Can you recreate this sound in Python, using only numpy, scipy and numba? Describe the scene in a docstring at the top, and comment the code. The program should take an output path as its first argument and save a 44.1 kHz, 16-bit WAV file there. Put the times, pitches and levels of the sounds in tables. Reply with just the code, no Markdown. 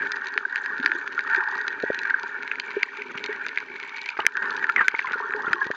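"""A muffled, ringing murmur and a bubble's plink come first, then sharp snaps over a shallow coral reef.
Snapping shrimp send single pulses that crack and ring a waterproof camera housing; random clicks through
resonances make the far reef, and many tiny cracks make the sizzle. Bubbles are gliding, dying tones, low
knocks are shorter or deeper ones, and scuffs are bursts of small slips. The recorder narrows the band,
turns down after loud snaps and rounds off their peaks."""
import sys
import numpy as np
from scipy import signal
from scipy.fft import rfft, irfft
from scipy.io import wavfile
from scipy.ndimage import uniform_filter1d, minimum_filter1d, map_coordinates
from numba import njit

SR = 44100
rng = np.random.default_rng(int(sys.argv[2]) if len(sys.argv) > 2 else 0)


def to_wav(sig):
    """Store sig (one row per channel, or 1-D mono) as 16-bit WAV at the path in sys.argv[1].

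    Samples outside -1..1 are clipped; the rate is SR.
    """
    pcm = np.clip(np.atleast_2d(sig), -1, 1) * 32767
    pcm = np.round(pcm).astype(np.int16)
    wavfile.write(sys.argv[1], SR, pcm.T)  # frames by channels


N = 253995  # length in samples


def undb(db):
    """Decibels to gain."""
    return 10 ** (np.asarray(db) / 20)


def level(x):
    """Scale to an rms (average strength) of 1."""
    return x / np.sqrt(np.mean(x ** 2))


def unit_peak(x):
    """Scale so that the envelope peaks at 1."""
    return x / np.abs(signal.hilbert(x)).max()


def add(out, s, x):
    """Mix x into out from time s on, in seconds."""
    i = int(np.clip(s * SR, 0, N - 1))
    out[i:i + len(x)] += x[:N - i]


def at(curve, s):
    """Value of a (seconds, value) curve at the times s."""
    return np.interp(s, *np.transpose(curve))


def fade(t, t60):
    """Exponential decay, 60 dB down after t60 seconds."""
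    return np.exp(-np.log(1000) * t / t60)


def lowpass(x, hz):
    """Fourth-order low-pass: keeps what lies below hz."""
    return signal.sosfilt(signal.butter(4, hz, fs=SR, output="sos"), x)


def highpass(x, hz):
    """Fourth-order high-pass: keeps what lies above hz."""
    return signal.sosfilt(signal.butter(4, hz, "high", fs=SR, output="sos"), x)


def resonate(x, hz, width_hz):
    """A resonance with steep skirts: two equal band-passes in a row, each of the given width."""
    b, a = signal.iirpeak(hz, hz / width_hz, fs=SR)
    once = signal.lfilter(b, a, x)
    return signal.lfilter(b, a, once)


def colour(x, points, size=1024):
    """Filter with the given (Hz, dB) curve that never sounds before its input."""
    hz, db = np.transpose(points)
    grid = np.maximum(np.fft.rfftfreq(size, 1 / SR), 1)
    curve_db = np.interp(np.log(grid), np.log(hz), db)
    # folding the cepstrum forward in time gives the minimum-phase response
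    cepstrum = irfft(np.log(undb(curve_db)))
    cepstrum[1:size // 2] *= 2
    cepstrum[size // 2 + 1:] = 0
    response = irfft(np.exp(rfft(cepstrum)))
    return signal.fftconvolve(x, response)[:len(x)]


def walk(rate):
    """Slow chance: random levels held 1 / rate seconds and smoothed twice, spread 1."""
    k = int(SR / rate)
    steps = np.repeat(rng.standard_normal(N // k + 1), k)
    smooth = uniform_filter1d(uniform_filter1d(steps, k), k)
    return level(smooth[:N])


def wander(x, share, rate):
    """Let the pitch of a steady sound stray by a share, rate times a second."""
    read_position = np.cumsum(1 + share * walk(rate))
    return map_coordinates(x, [read_position], mode="mirror")


def clicks(rate, spread_db, limit_db):
    """Impulses at random moments, rate a second; most are far and weak, a few near and strong."""
    chance, size, sign = rng.random(N), rng.exponential(size=N), rng.choice([-1, 1], N)
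    size_db = limit_db * np.tanh(spread_db * size / limit_db)
    return (chance < rate / SR) * sign * undb(size_db)


# How strongly each resonance of the housing sounds over time, before the gains below.
# Low rumble of water against the housing. Each row: time in seconds, level in dB.
LOW_LEVEL = [(0.0, -43.5), (0.46, -55.5), (0.7, -50.5), (0.89, -48.5), (1.2, -54), (1.6, -46),
             (2.13, -50.5), (3.3, -49), (4.32, -55), (4.43, -43), (4.6, -43.5), (4.95, -54.5), (5.12, -48),
             (5.35, -48), (5.52, -42.5), (5.65, -52.5), (5.75, -53)]
# Far reef in the hollow resonance. Each row: time in seconds, level in dB.
HOLLOW_LEVEL = [(0.0, -43.5), (0.26, -48.5), (0.72, -47.5), (1.25, -49.5), (1.47, -37), (1.68, -48),
                (2.8, -49), (2.98, -51.5), (3.28, -50), (3.75, -52), (4.32, -47.5), (4.44, -44.5),
                (4.58, -43), (5.04, -55), (5.24, -42.5), (5.46, -39.5), (5.64, -48), (5.75, -46.5)]
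# Far reef in the main resonance. Each row: time in seconds, level in dB.
MAIN_LEVEL = [(0.0, -27.5), (0.46, -34.5), (0.74, -28.5), (0.95, -30.5), (1.14, -34.5), (1.49, -25),
              (1.75, -33), (2.15, -30.5), (2.67, -37), (2.99, -40.5), (3.22, -42.5), (3.41, -33),
              (3.86, -44.5), (4.18, -38.5), (4.32, -36), (4.36, -28.5), (4.43, -31.5), (4.66, -32),
              (4.79, -42), (5.41, -30.5), (5.75, -38.5)]
# Far reef in the upper resonance. Each row: time in seconds, level in dB.
UPPER_LEVEL = [(0.0, -38), (0.42, -48), (2.37, -39), (2.58, -36), (2.9, -34), (3.46, -39), (4.07, -31.5),
               (4.37, -50), (4.66, -44), (4.96, -39.5), (5.11, -47.5), (5.75, -55.5)]
LOW_DB, HOLLOW_DB, MAIN_DB, UPPER_DB = 1, 2, 0, -7.5  # gain of each resonance over its curve, in dB


def ringing(s):
    """Levels in dB of the low, hollow, main and upper resonances of the housing at the times s."""
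    return (at(LOW_LEVEL, s) + LOW_DB, at(HOLLOW_LEVEL, s) + HOLLOW_DB,
            at(MAIN_LEVEL, s) + MAIN_DB, at(UPPER_LEVEL, s) + UPPER_DB)


# The four resonances, low to high, each made of a few peaks.
# Each row: pitch in Hz, width in Hz, strength in dB against the other peaks of its resonance.
LOW_PEAKS = [(145, 1300, -17), (265.3, 97, 0.5), (406, 69.5, 8), (602, 140, -7.5)]
HOLLOW_PEAKS = [(909, 145, 9), (1240, 360, -5.5)]
MAIN_PEAKS = [(1406, 130, 1), (1583, 260, 6), (1833, 90, 5.5)]
UPPER_PEAKS = [(2270, 150, 6), (2430, 1100, -10.5)]


def far_reef(drift=.018, swell_db=0.5):
    """Far snaps and water movement keep the resonances ringing; their pitch wanders and they swell unevenly."""
    low_db, hollow_db, main_db, upper_db = ringing(np.arange(N) / SR)
    crowd = clicks(rate=480, spread_db=4.5, limit_db=17) * undb(1.5 * walk(14))
    slosh = clicks(rate=600, spread_db=3.5, limit_db=15) * undb(2.5 * walk(16))

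    def ring(drive, peaks):
        """Sum of the peaks, with every other one turned upside down."""
        x = 0
        for k, (hz, width_hz, db) in enumerate(peaks):
            x = x + (-1) ** k * undb(db) * resonate(drive, hz, width_hz)
        return level(wander(x, drift, 25))

    low = ring(slosh, LOW_PEAKS) * undb(low_db)
    hollow = ring(crowd, HOLLOW_PEAKS) * undb(hollow_db)
    main = ring(crowd, MAIN_PEAKS) * undb(main_db + swell_db * walk(30))
    upper = ring(crowd, UPPER_PEAKS) * undb(upper_db)
    return low + hollow + main + upper


# Colour of a crack heard through the housing, also used by the single snaps.
# Each row: pitch in Hz, strength in dB against the other pitches.
CRACK_COLOUR = [(100, -26), (700, -43), (1500, -12), (2600, 7), (3150, 0.5), (3900, 5.5), (4800, -0.5),
                (6200, -5.5), (7500, -22.5)]
# Resonances that colour the middle-distance cracks.
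# Each row: pitch in Hz, width in Hz, strength in dB against the other resonances.
TICK_PEAKS = [(1640, 510, 2), (2600, 700, -3.5), (3520, 500, -.5), (4300, 1400, -1), (5800, 2400, -6)]


def sizzle(ticks_db=-57.0, faint_db=-61.5, hiss_db=-69):
    """Shrimp at middle distance: flurries of tiny cracks, each with its own colour, over a mass of faint ones."""
    flurries = undb(2.5 * np.tanh(walk(5)) + 3 * np.tanh(walk(22)))
    pulses = clicks(rate=340, spread_db=6.5, limit_db=24) * flurries
    ticks = 0
    for hz, width_hz, db in TICK_PEAKS:
        # each crack's own path strengthens or weakens this resonance
        path = undb(6.5 * np.tanh(rng.standard_normal(N)))
        ticks = ticks + undb(db) * level(resonate(pulses * path, hz, width_hz))
    t = np.arange(SR // 80) / SR
    scatter = .13 * rng.standard_normal(len(t)) * fade(t, t60=.0075)
    ticks = ticks + signal.fftconvolve(ticks, scatter)[:N]  # reflections off the coral follow each crack
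    ticks = level(wander(ticks, .1, 60))
    faint = level(colour(clicks(rate=1500, spread_db=4, limit_db=15), CRACK_COLOUR))
    hiss = level(colour(rng.standard_normal(N), CRACK_COLOUR))
    return undb(ticks_db) * ticks + undb(faint_db) * faint + undb(hiss_db) * hiss


def plinks(table, rise_s, glide, splash_db, flutter_db=0):
    """Tones that swell, glide and die away, roughened by a splash; rows are seconds, dB, Hz, t60 in seconds."""
    out, t = np.zeros(N), np.arange(SR // 8) / SR
    each = np.ones(len(table))  # glide and splash may be one number or one per row
    rows = np.column_stack([table, glide * each, splash_db * each])
    flutter = undb(flutter_db * np.tanh(walk(650)))
    noises = rng.standard_normal((len(rows), len(t)))
    for (s, db, hz, t60, bend, noise_db), noise in zip(rows, noises):
        swell = 1 - np.exp(-(t / min(rise_s, t60 / 2)) ** 2)
        envelope = swell * fade(t, t60)
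        envelope /= envelope.max()
        # the glide takes one t60 and passes the given pitch a fifth of the way through
        pitch_hz = hz * (1 + bend * (np.minimum(t / t60, 1) - .2))
        tone = np.sin(2 * np.pi * np.cumsum(pitch_hz) / SR)
        splash = level(resonate(noise, hz, hz / 2))
        add(out, s, undb(db) * envelope * (tone + undb(noise_db) * splash))
    return out * flutter


def fizz(fizz_db=0):
    """Tiny bubbles at random pitches, each as strong as the housing lets the reef ring at that pitch."""
    when, pitch, cycles, size, bend = rng.random((520, 5)).T
    s, hz = when * N / SR, 900 + 1600 * pitch
    _, *curves = ringing(s)
    centres_hz = [peaks[0][0] for peaks in (HOLLOW_PEAKS, MAIN_PEAKS, UPPER_PEAKS)]
    levels_db = np.transpose(curves)
    housing_db = np.array([np.interp(f, centres_hz, row) for f, row in zip(hz, levels_db)])
    nearness_db = np.minimum(-4.5 * np.log(1 - size), 10)
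    t60 = (16 + 28 * cycles) / hz
    table = np.column_stack([s, housing_db + nearness_db + fizz_db, hz, t60])
    return plinks(table, rise_s=.001, glide=.25 * bend - .1, splash_db=-18)


# Burbles: how many a second, lowest and highest pitch in Hz, cycles until 60 dB down.
BURBLES_PER_S, BURBLE_HZ, BURBLE_CYCLES = 45, (960, 1340), 16
# Level of the weakest burble over the hollow curve, and how much stronger the strongest is, in dB.
BURBLE_DB, BURBLE_SPREAD_DB = -0.5, 16


def burble():
    """Bubble tones that drift up or down, stronger while the hollow resonance of the housing rings loud."""
    when, pitch, size, bend = rng.random((int(BURBLES_PER_S * N / SR), 4)).T
    s = when * N / SR
    hz = BURBLE_HZ[0] + (BURBLE_HZ[1] - BURBLE_HZ[0]) * pitch
    db = at(HOLLOW_LEVEL, s) + BURBLE_DB + BURBLE_SPREAD_DB * size ** 2
    table = np.column_stack([s, db, hz, BURBLE_CYCLES / hz])
    return plinks(table, rise_s=.002, glide=.15 * (2 * bend - 1), splash_db=-20)


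# Rough scuffs, probably water and fingers on the housing.
# Each row: start in seconds, peak in dB, length in seconds (until the fade is 20 dB down).
SCUFFS = [(3.144, -25, 0.04), (3.32, -31, 0.032), (4.168, -22.5, 0.0086), (4.1887, -13.5, 0.044),
          (4.422, -20.5, 0.062), (4.692, -24, 0.015), (4.756, -26, 0.019), (4.772, -17, 0.068),
          (4.805, -11, 0.028), (4.941, -17.5, 0.012), (4.982, -34, 0.016), (5.075, -20.5, 0.046),
          (5.11, -20, 0.069), (5.48, -21, 0.025), (5.51, -22, 0.042)]
# Colour of a scuff. Each row: pitch in Hz, strength in dB against the other pitches.
SCUFF_COLOUR = [(60, -9.5), (150, -6.5), (400, 6), (680, -5), (900, 8.5), (1500, 16.5), (2300, 3.5),
                (3200, -12.5), (7000, -44.5)]


def scuffs():
    """Short runs of uneven slips that start fast and die away."""
    out = np.zeros(N)
    slips = colour(clicks(rate=1000, spread_db=3.5, limit_db=12), SCUFF_COLOUR)
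    for s, db, length in SCUFFS:
        t = np.arange(int(2 * length * SR)) / SR
        envelope = (1 - np.exp(-t / 0.00017)) * fade(t, 3 * length)
        burst = slips[int(s * SR):][:len(t)] * envelope
        add(out, s, undb(db) * unit_peak(burst))
    return out


# Bubbles from each scuff: lowest and highest pitch in Hz, cycles until 60 dB down.
SPRAY_HZ, SPRAY_CYCLES = (1145, 2820), 36
# Their strongest level over the scuff, and the scatter of weakening below that, in dB.
SPRAY_DB, SPRAY_SPREAD_DB = -6.5, 16.5


def spray(count=9):
    """A cloud of short, rough bubbles breaks from each scuff and weakens as the scuff dies."""
    start, scuff_db, length = np.repeat(SCUFFS, count, axis=0).T
    when, pitch, size = rng.random((len(start), 3)).T
    hz = SPRAY_HZ[0] * (SPRAY_HZ[1] / SPRAY_HZ[0]) ** pitch
    db = scuff_db + SPRAY_DB - SPRAY_SPREAD_DB * (size + when + pitch) / 2  # late, high ones are weaker
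    table = np.column_stack([start + when * length, db, hz, SPRAY_CYCLES / hz])
    return plinks(table, rise_s=.0006, glide=.1, splash_db=-12)


# Gulps: how many a second, lowest and highest pitch in Hz, cycles until 60 dB down.
GULPS_PER_S, GULP_HZ, GULP_CYCLES = 13, (195, 425), 4.9
# Level of the weakest gulp over the low rumble curve, and how much stronger the strongest is, in dB.
GULP_DB, GULP_SPREAD_DB = -5, 5


def gurgle():
    """Rows of small gulps at random moments, stronger while water rumbles against the housing."""
    when, pitch, size = rng.random((int(GULPS_PER_S * N / SR), 3)).T
    s = when * N / SR
    hz = GULP_HZ[0] + (GULP_HZ[1] - GULP_HZ[0]) * pitch
    db = at(LOW_LEVEL, s) + GULP_DB + GULP_SPREAD_DB * size ** 2
    return np.column_stack([s, db, hz, GULP_CYCLES / hz])


# Low knocks and gulps, perhaps fish or water slapping the housing.
# Each row: start in seconds, level in dB before filtering, pitch in Hz, seconds until 60 dB down.
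KNOCKS = [(0.3571, -34, 414, 0.089), (0.7948, -28.5, 268, 0.063), (0.8425, -33.5, 306, 0.077),
          (0.89, -36.5, 337, 0.15), (0.9472, -32.5, 356, 0.13), (1.3745, -28.5, 375, 0.086),
          (1.832, -21, 523, 0.0048), (1.8362, -10, 480, 0.0059), (1.9008, -11, 510, 0.0065),
          (2.7645, -19, 402, 0.043), (2.982, -36, 419, 0.098), (3.1495, -35.5, 202, 0.034),
          (3.288, -26, 423, 0.08), (4.1875, -25.5, 410, 0.011), (4.2458, -30, 434, 0.013),
          (4.9382, -29.5, 440, 0.0089), (5.113, -34, 370, 0.0096), (5.154, -31, 448, 0.02),
          (5.203, -34, 426, 0.024), (5.243, -34.5, 435, 0.056), (5.3439, -24.5, 424, 0.08),
          (5.4775, -23.5, 345, 0.0055), (5.5049, -29.5, 244, 0.007), (5.542, -34.5, 362, 0.15),
          (5.651, -33.5, 384, 0.04), (5.665, -23, 372, 0.0037), (5.7024, -14, 500, 0.0037)]


def knocks(ring_hz=412, ring_width_hz=90, ring_db=-6):
    """Soft low pushes on the housing; a low resonance of it rings on briefly after each."""
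    table = np.vstack([KNOCKS, gurgle()])
    pushes = lowpass(plinks(table, rise_s=0.0032, glide=0.15, splash_db=-14.5), 600)
    return pushes + undb(ring_db) * resonate(pushes, ring_hz, ring_width_hz)


# Single bubbles, large and small, loud and faint.
# Each row: start in seconds, level in dB before the flutter, pitch in Hz,
# seconds until 60 dB down, glide as a share of the pitch, splash in dB against the tone.
BUBBLES = [(0.0166, -18, 1612, 0.067, -0.029, -10), (0.4507, -13, 1576, 0.02, -0.093, -42),
           (0.832, -32, 1640, 0.0099, 0.0047, -8), (1.1766, -16.5, 1416, 0.045, .04, -19),
           (1.407, -16.5, 1690, 0.016, 0.022, -15), (1.878, -20.5, 1640, 0.054, 0.034, -18),
           (2.052, -18, 1650, 0.016, 0.14, -10), (2.0962, -14.5, 1865, 0.014, 0.13, -28),
           (2.104, -14.5, 1570, 0.03, 0.034, -19), (2.1416, -5, 1572, 0.016, -0.024, -32),
           (2.235, -27.5, 936, 0.068, 0.11, -25), (2.513, -22.5, 2540, .012, -0.1, -13.5),
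           (2.885, -27, 1880, 0.045, .05, -20), (3.019, -23.5, 2290, 0.007, 0.059, -16),
           (3.177, -35, 2820, 0.019, -0.0006, -3), (3.326, -24, 1940, 0.018, 0.11, -7),
           (3.414, -27, 1595, 0.019, 0.021, -8), (3.445, -26, 2370, 0.014, 0.11, -16),
           (4.0888, -16.5, 2450, 0.015, -0.063, -16), (4.1913, -17.5, 870, 0.032, .05, -5.5),
           (4.202, -27, 2940, 0.021, 0.13, -11), (4.3525, -15.5, 1640, 0.0099, 0.14, -24),
           (4.6242, -19, 1586, 0.032, 0.08, -7), (4.6411, -12.5, 1780, 0.015, 0.14, -21),
           (4.6913, -8.5, 1670, 0.0063, .05, -24), (4.6944, -12.5, 1387, 0.045, -0.04, -19.5),
           (4.7632, -12.5, 2180, 0.02, 0.22, -28), (4.779, -14.5, 1910, 0.03, -0.21, -23),
           (4.7919, -7.5, 1823, 0.026, -0.08, -24.5), (4.8073, -12.5, 1310, 0.017, 0.018, -10),
           (4.808, -12.5, 1606, 0.081, -0.17, -21), (4.847, -23.5, 1507, 0.16, -0.076, -34),
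           (4.909, -27, 2200, 0.012, .05, -23), (4.9405, -26, 924, 0.059, -0.09, -18),
           (4.9485, -15.5, 2170, 0.015, 0.11, -32), (4.9916, -16.5, 1890, 0.023, -0.18, -11),
           (5.017, -23, 1640, 0.025, -0.13, -23), (5.026, -31, 2640, 0.013, -0.12, -21),
           (5.044, -24, 1006, 0.12, -0.28, -21), (5.07, -23, 2040, 0.014, 0.052, -7),
           (5.095, -22, 1690, 0.013, .05, -12), (5.135, -18, 1407, 0.1, -0.26, -28),
           (5.2, -23, 952, 0.037, -0.015, -9.5), (5.224, -24.5, 1150, 0.037, 0.076, -19),
           (5.235, -27, 1407, 0.16, 0.21, -29), (5.4663, -18, 1393, 0.074, -0.21, -16),
           (5.533, -15, 1424, 0.021, -0.12, -23), (5.56, -26.5, 1090, 0.058, -0.24, -26.5),
           (5.589, -27.5, 1053, 0.12, -0.07, -24), (5.6135, -14.5, 1623, 0.091, -0.26, -32),
           (5.615, -20, 1050, 0.055, 0.047, -21)]


def single_bubbles(flutter_db=3):
    """Each bubble plinks as a gliding, dying tone with a splash, and its level flutters quickly."""
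    *tones, glide, splash_db = np.transpose(BUBBLES)
    return plinks(np.transpose(tones), rise_s=0.0023, glide=glide, splash_db=splash_db, flutter_db=flutter_db)


# A snap rings higher the more the upper resonance outweighs the main one: pitch when equal, and slope.
RING_HZ, RING_HZ_PER_DB = 2243, 23


def ring_pitch(s):
    """Pitch in Hz at which a snap rings the housing at time s."""
    _, _, main_db, upper_db = ringing(s)
    return RING_HZ + RING_HZ_PER_DB * (upper_db - main_db)


def crack_colour(path_ripple_db=4):
    """The crack's spectrum, rippled differently by each snap's path through the coral."""
    hz, db = np.transpose(CRACK_COLOUR)
    return np.column_stack([hz, db + path_ripple_db * rng.uniform(-1, 1, len(hz))])


# Tones after a snap: lowest and highest pitch in Hz, cycles until 60 dB down, peak against the crack in dB.
AFTER_HZ, AFTER_CYCLES, AFTER_DB = (2230, 5120), 140, -8.5


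def after_ring(t, count=3):
    """The coral around each snap rings on in a few short tones and leaves a ragged tail."""
    hz = AFTER_HZ[0] + (AFTER_HZ[1] - AFTER_HZ[0]) * rng.random((count, 1))
    tones = np.sin(2 * np.pi * hz * t) * fade(t, AFTER_CYCLES / hz)
    return unit_peak(np.sum(tones, axis=0))


def snaps(table, ring_width_hz=850, echo_s=0.00122, echo_db=-7, scatter_db=-15, body_db=-29):
    """A collapsing cavity sends one pulse: a crack, a short ring and low thump of the housing, and an echo."""
    out, t = np.zeros(N), np.arange(SR // 25) / SR
    pulse = signal.unit_impulse(len(t))
    echo = np.interp(t - echo_s, t, unit_peak(resonate(pulse, 1778, 680)), left=0)
    body = undb(body_db) * unit_peak(resonate(pulse, 350, 700))
    noises = rng.standard_normal((len(table), len(t)))
    for (s, ring_db, crack_db), noise in zip(table, noises):
        direct = unit_peak(resonate(pulse, ring_pitch(s), ring_width_hz))
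        scatter = noise * fade(t, t60=rng.uniform(.006, .014))
        tail = undb(-12) * unit_peak(resonate(scatter, 1650, 700))
        ring = direct + undb(echo_db) * echo + tail
        ring = unit_peak(highpass(lowpass(ring, 2245), 950))
        crack = unit_peak(colour(pulse + undb(scatter_db) * scatter, crack_colour()))
        crack = crack + undb(AFTER_DB) * after_ring(t)
        add(out, s, undb(ring_db) * (ring + body) + undb(crack_db) * crack)
    return out


# Neighbouring shrimp: snaps a second, then ring and crack levels of the farthest,
# the gain of the nearest over it, and the shift either way by direction, all in dB.
NEIGHBOURS_PER_S = 14
NEIGHBOUR_RING_DB, NEIGHBOUR_CRACK_DB, NEAR_SPREAD_DB, FACING_SPREAD_DB = -28.5, -37.5, 6, 2


def neighbour_snaps():
    """Snaps at random moments, few of them near; direction shifts the balance of ring and crack."""
    when, near, facing = rng.random((int(NEIGHBOURS_PER_S * N / SR), 3)).T
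    near_db = NEAR_SPREAD_DB * near ** 2
    facing_db = FACING_SPREAD_DB * (2 * facing - 1)
    ring_db = NEIGHBOUR_RING_DB + near_db - facing_db
    crack_db = NEIGHBOUR_CRACK_DB + near_db + facing_db
    return snaps(np.column_stack([when * N / SR, ring_db, crack_db]))


# Single shrimp snaps at set moments, strong and weak. Each row: start in seconds,
# level of the housing ring in dB, level of the sharp crack in dB, both before the recorder.
SINGLE_SNAPS = [(0.1186, -16, -17.5), (0.1645, -28, -29.5), (0.2458, -37, -33), (0.2577, -35, -31),
                (0.2698, -21.5, -24), (0.2842, -32, -27.5), (0.3392, -23, -31.5), (0.3768, -4.5, -20),
                (0.5584, -10.5, -20), (0.578, -21.5, -35), (0.6448, -25, -37), (0.6602, -14, -26),
                (0.8005, -20, -31.5), (0.8115, -31, -41), (0.8345, -31, -32), (0.8604, -2.5, -15.5),
                (0.8753, -17, -39), (0.8965, -19, -42), (0.9172, -8.5, -32.5), (0.9196, -19, -38),
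                (1.076, -16.5, -29.5), (1.124, -30, -32), (1.1917, -8, -27.5), (1.2073, -22, -29.5),
                (1.2757, -23, -33), (1.299, -17, -31), (1.3481, -6.5, -26.5), (1.361, -34, -23),
                (1.4872, -24.5, -32), (1.5797, -34, -31), (1.6137, -26, -30.5), (1.6805, -11, -18.5),
                (1.8247, -37, -27.5), (1.9455, -19, -24), (1.9901, -23, -17), (2.0334, -23, -29),
                (2.0727, -30, -36), (2.1019, -21, -27), (2.1964, -25, -31), (2.232, -25, -27.5),
                (2.2725, -35, -47), (2.4251, -22, -34), (2.4313, -19, -32), (2.477, -18, -28),
                (2.5147, -11.5, -45), (2.5558, -19.5, -37), (2.5986, -15.5, -15.5), (2.7058, -26, -31),
                (2.7131, -22, -36), (2.8276, -18, -38), (2.8308, -4, -14.5), (3.0209, -25, -32),
                (3.176, -19.5, -25), (3.2405, -18.5, -17.5), (3.2613, -23, -20), (3.328, -32, -36),
                (3.4647, -15.5, -22), (3.4846, -40, -23), (3.4909, -20, -30), (3.5742, -7.5, -31),
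                (3.5842, -17.5, -24), (3.7993, -38, -32), (3.8289, -25, -30.5), (3.8941, -28, -29),
                (3.9642, -38, -30), (3.9717, -42, -27), (4.016, -45, -20.5), (4.0595, -25, -23),
                (4.0894, -22, -24), (4.1024, -31, -26.5), (4.202, -26, -29.5), (4.2522, -14, -38),
                (4.2654, 6.5, -17), (4.3694, -13.5, -22), (4.4256, -20.5, -31), (4.5066, -39, -22),
                (4.5659, -33, -23.5), (4.6415, -11, -29.5), (4.696, -14.5, -27), (4.7215, -38, -30.5),
                (4.7617, -4, -27), (4.8818, 0.5, -17.5), (4.9855, -24, -29), (4.99, -14, -38),
                (4.9922, -7.5, -33.5), (5.1212, -29, -23.5), (5.1326, -14.5, -30), (5.307, -16, -45),
                (5.3365, -11.5, -59), (5.3624, -27, -34), (5.5313, -4, -16.5), (5.6681, -31, -29),
                (5.7133, -14, -27)]


def single_snaps():
    """Shrimp snaps at set moments, each pulse cracking and ringing the housing at its own strength."""
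    return snaps(SINGLE_SNAPS)


def scene():
    """Everything reaches the one microphone through the housing."""
    bubbles = single_bubbles()
    shrimp = sizzle() + single_snaps() + neighbour_snaps()
    water = fizz() + burble() + scuffs() + spray() + bubbles + knocks()
    return (far_reef() + shrimp + water)[None]


@njit
def follow(x, attack, release):
    """Envelope that rises fast and falls slowly; attack and release are shares of the gap per sample."""
    out, e = np.empty(len(x)), 0.
    for i in range(len(x)):
        e += (abs(x[i]) - e) * (attack if abs(x[i]) > e else release)
        out[i] = e
    return out


def duck(x, attack_s=0.0007, release_s=0.0081, hold_s=0.083, threshold_db=-3.0):
    """Gain control: turns down within a few cycles of a loud snap, holds, then recovers."""
    envelope = lowpass(follow(x, 1 / (attack_s * SR), 1 / (release_s * SR)), 747)
    gain = 1 / np.maximum(envelope / undb(threshold_db), 1)
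    half = int(hold_s * SR / 2)
    held = minimum_filter1d(gain, 2 * half + 1, origin=half)  # lowest gain of the last hold_s
    return x * held


PASS_HZ, TOP_HZ = (80, 7150), 15800  # band before the overload, and upper limit after it
CEILING, KNEE = .72, 30  # overload: the highest amplitude, and how sharply it is reached


def record(dry):
    """The recorder narrows the band, notches it, turns down after loud snaps and rounds off their first cycles."""
    x = signal.sosfilt(signal.ellip(6, .3, 75, PASS_HZ[1], fs=SR, output="sos"), dry[0])
    x = signal.sosfilt(signal.butter(2, PASS_HZ[0], "high", fs=SR, output="sos"), x)
    x = signal.lfilter(*signal.iirnotch(5400, 11, fs=SR), x)
    x = duck(x)
    x = x / (1 + np.abs(x / CEILING) ** KNEE) ** (1 / KNEE)  # overload adds sound above the pass band
    return signal.sosfilt(signal.ellip(8, .2, 70, TOP_HZ, fs=SR, output="sos"), x)[None]


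dry = scene()
out = record(dry)
to_wav(out)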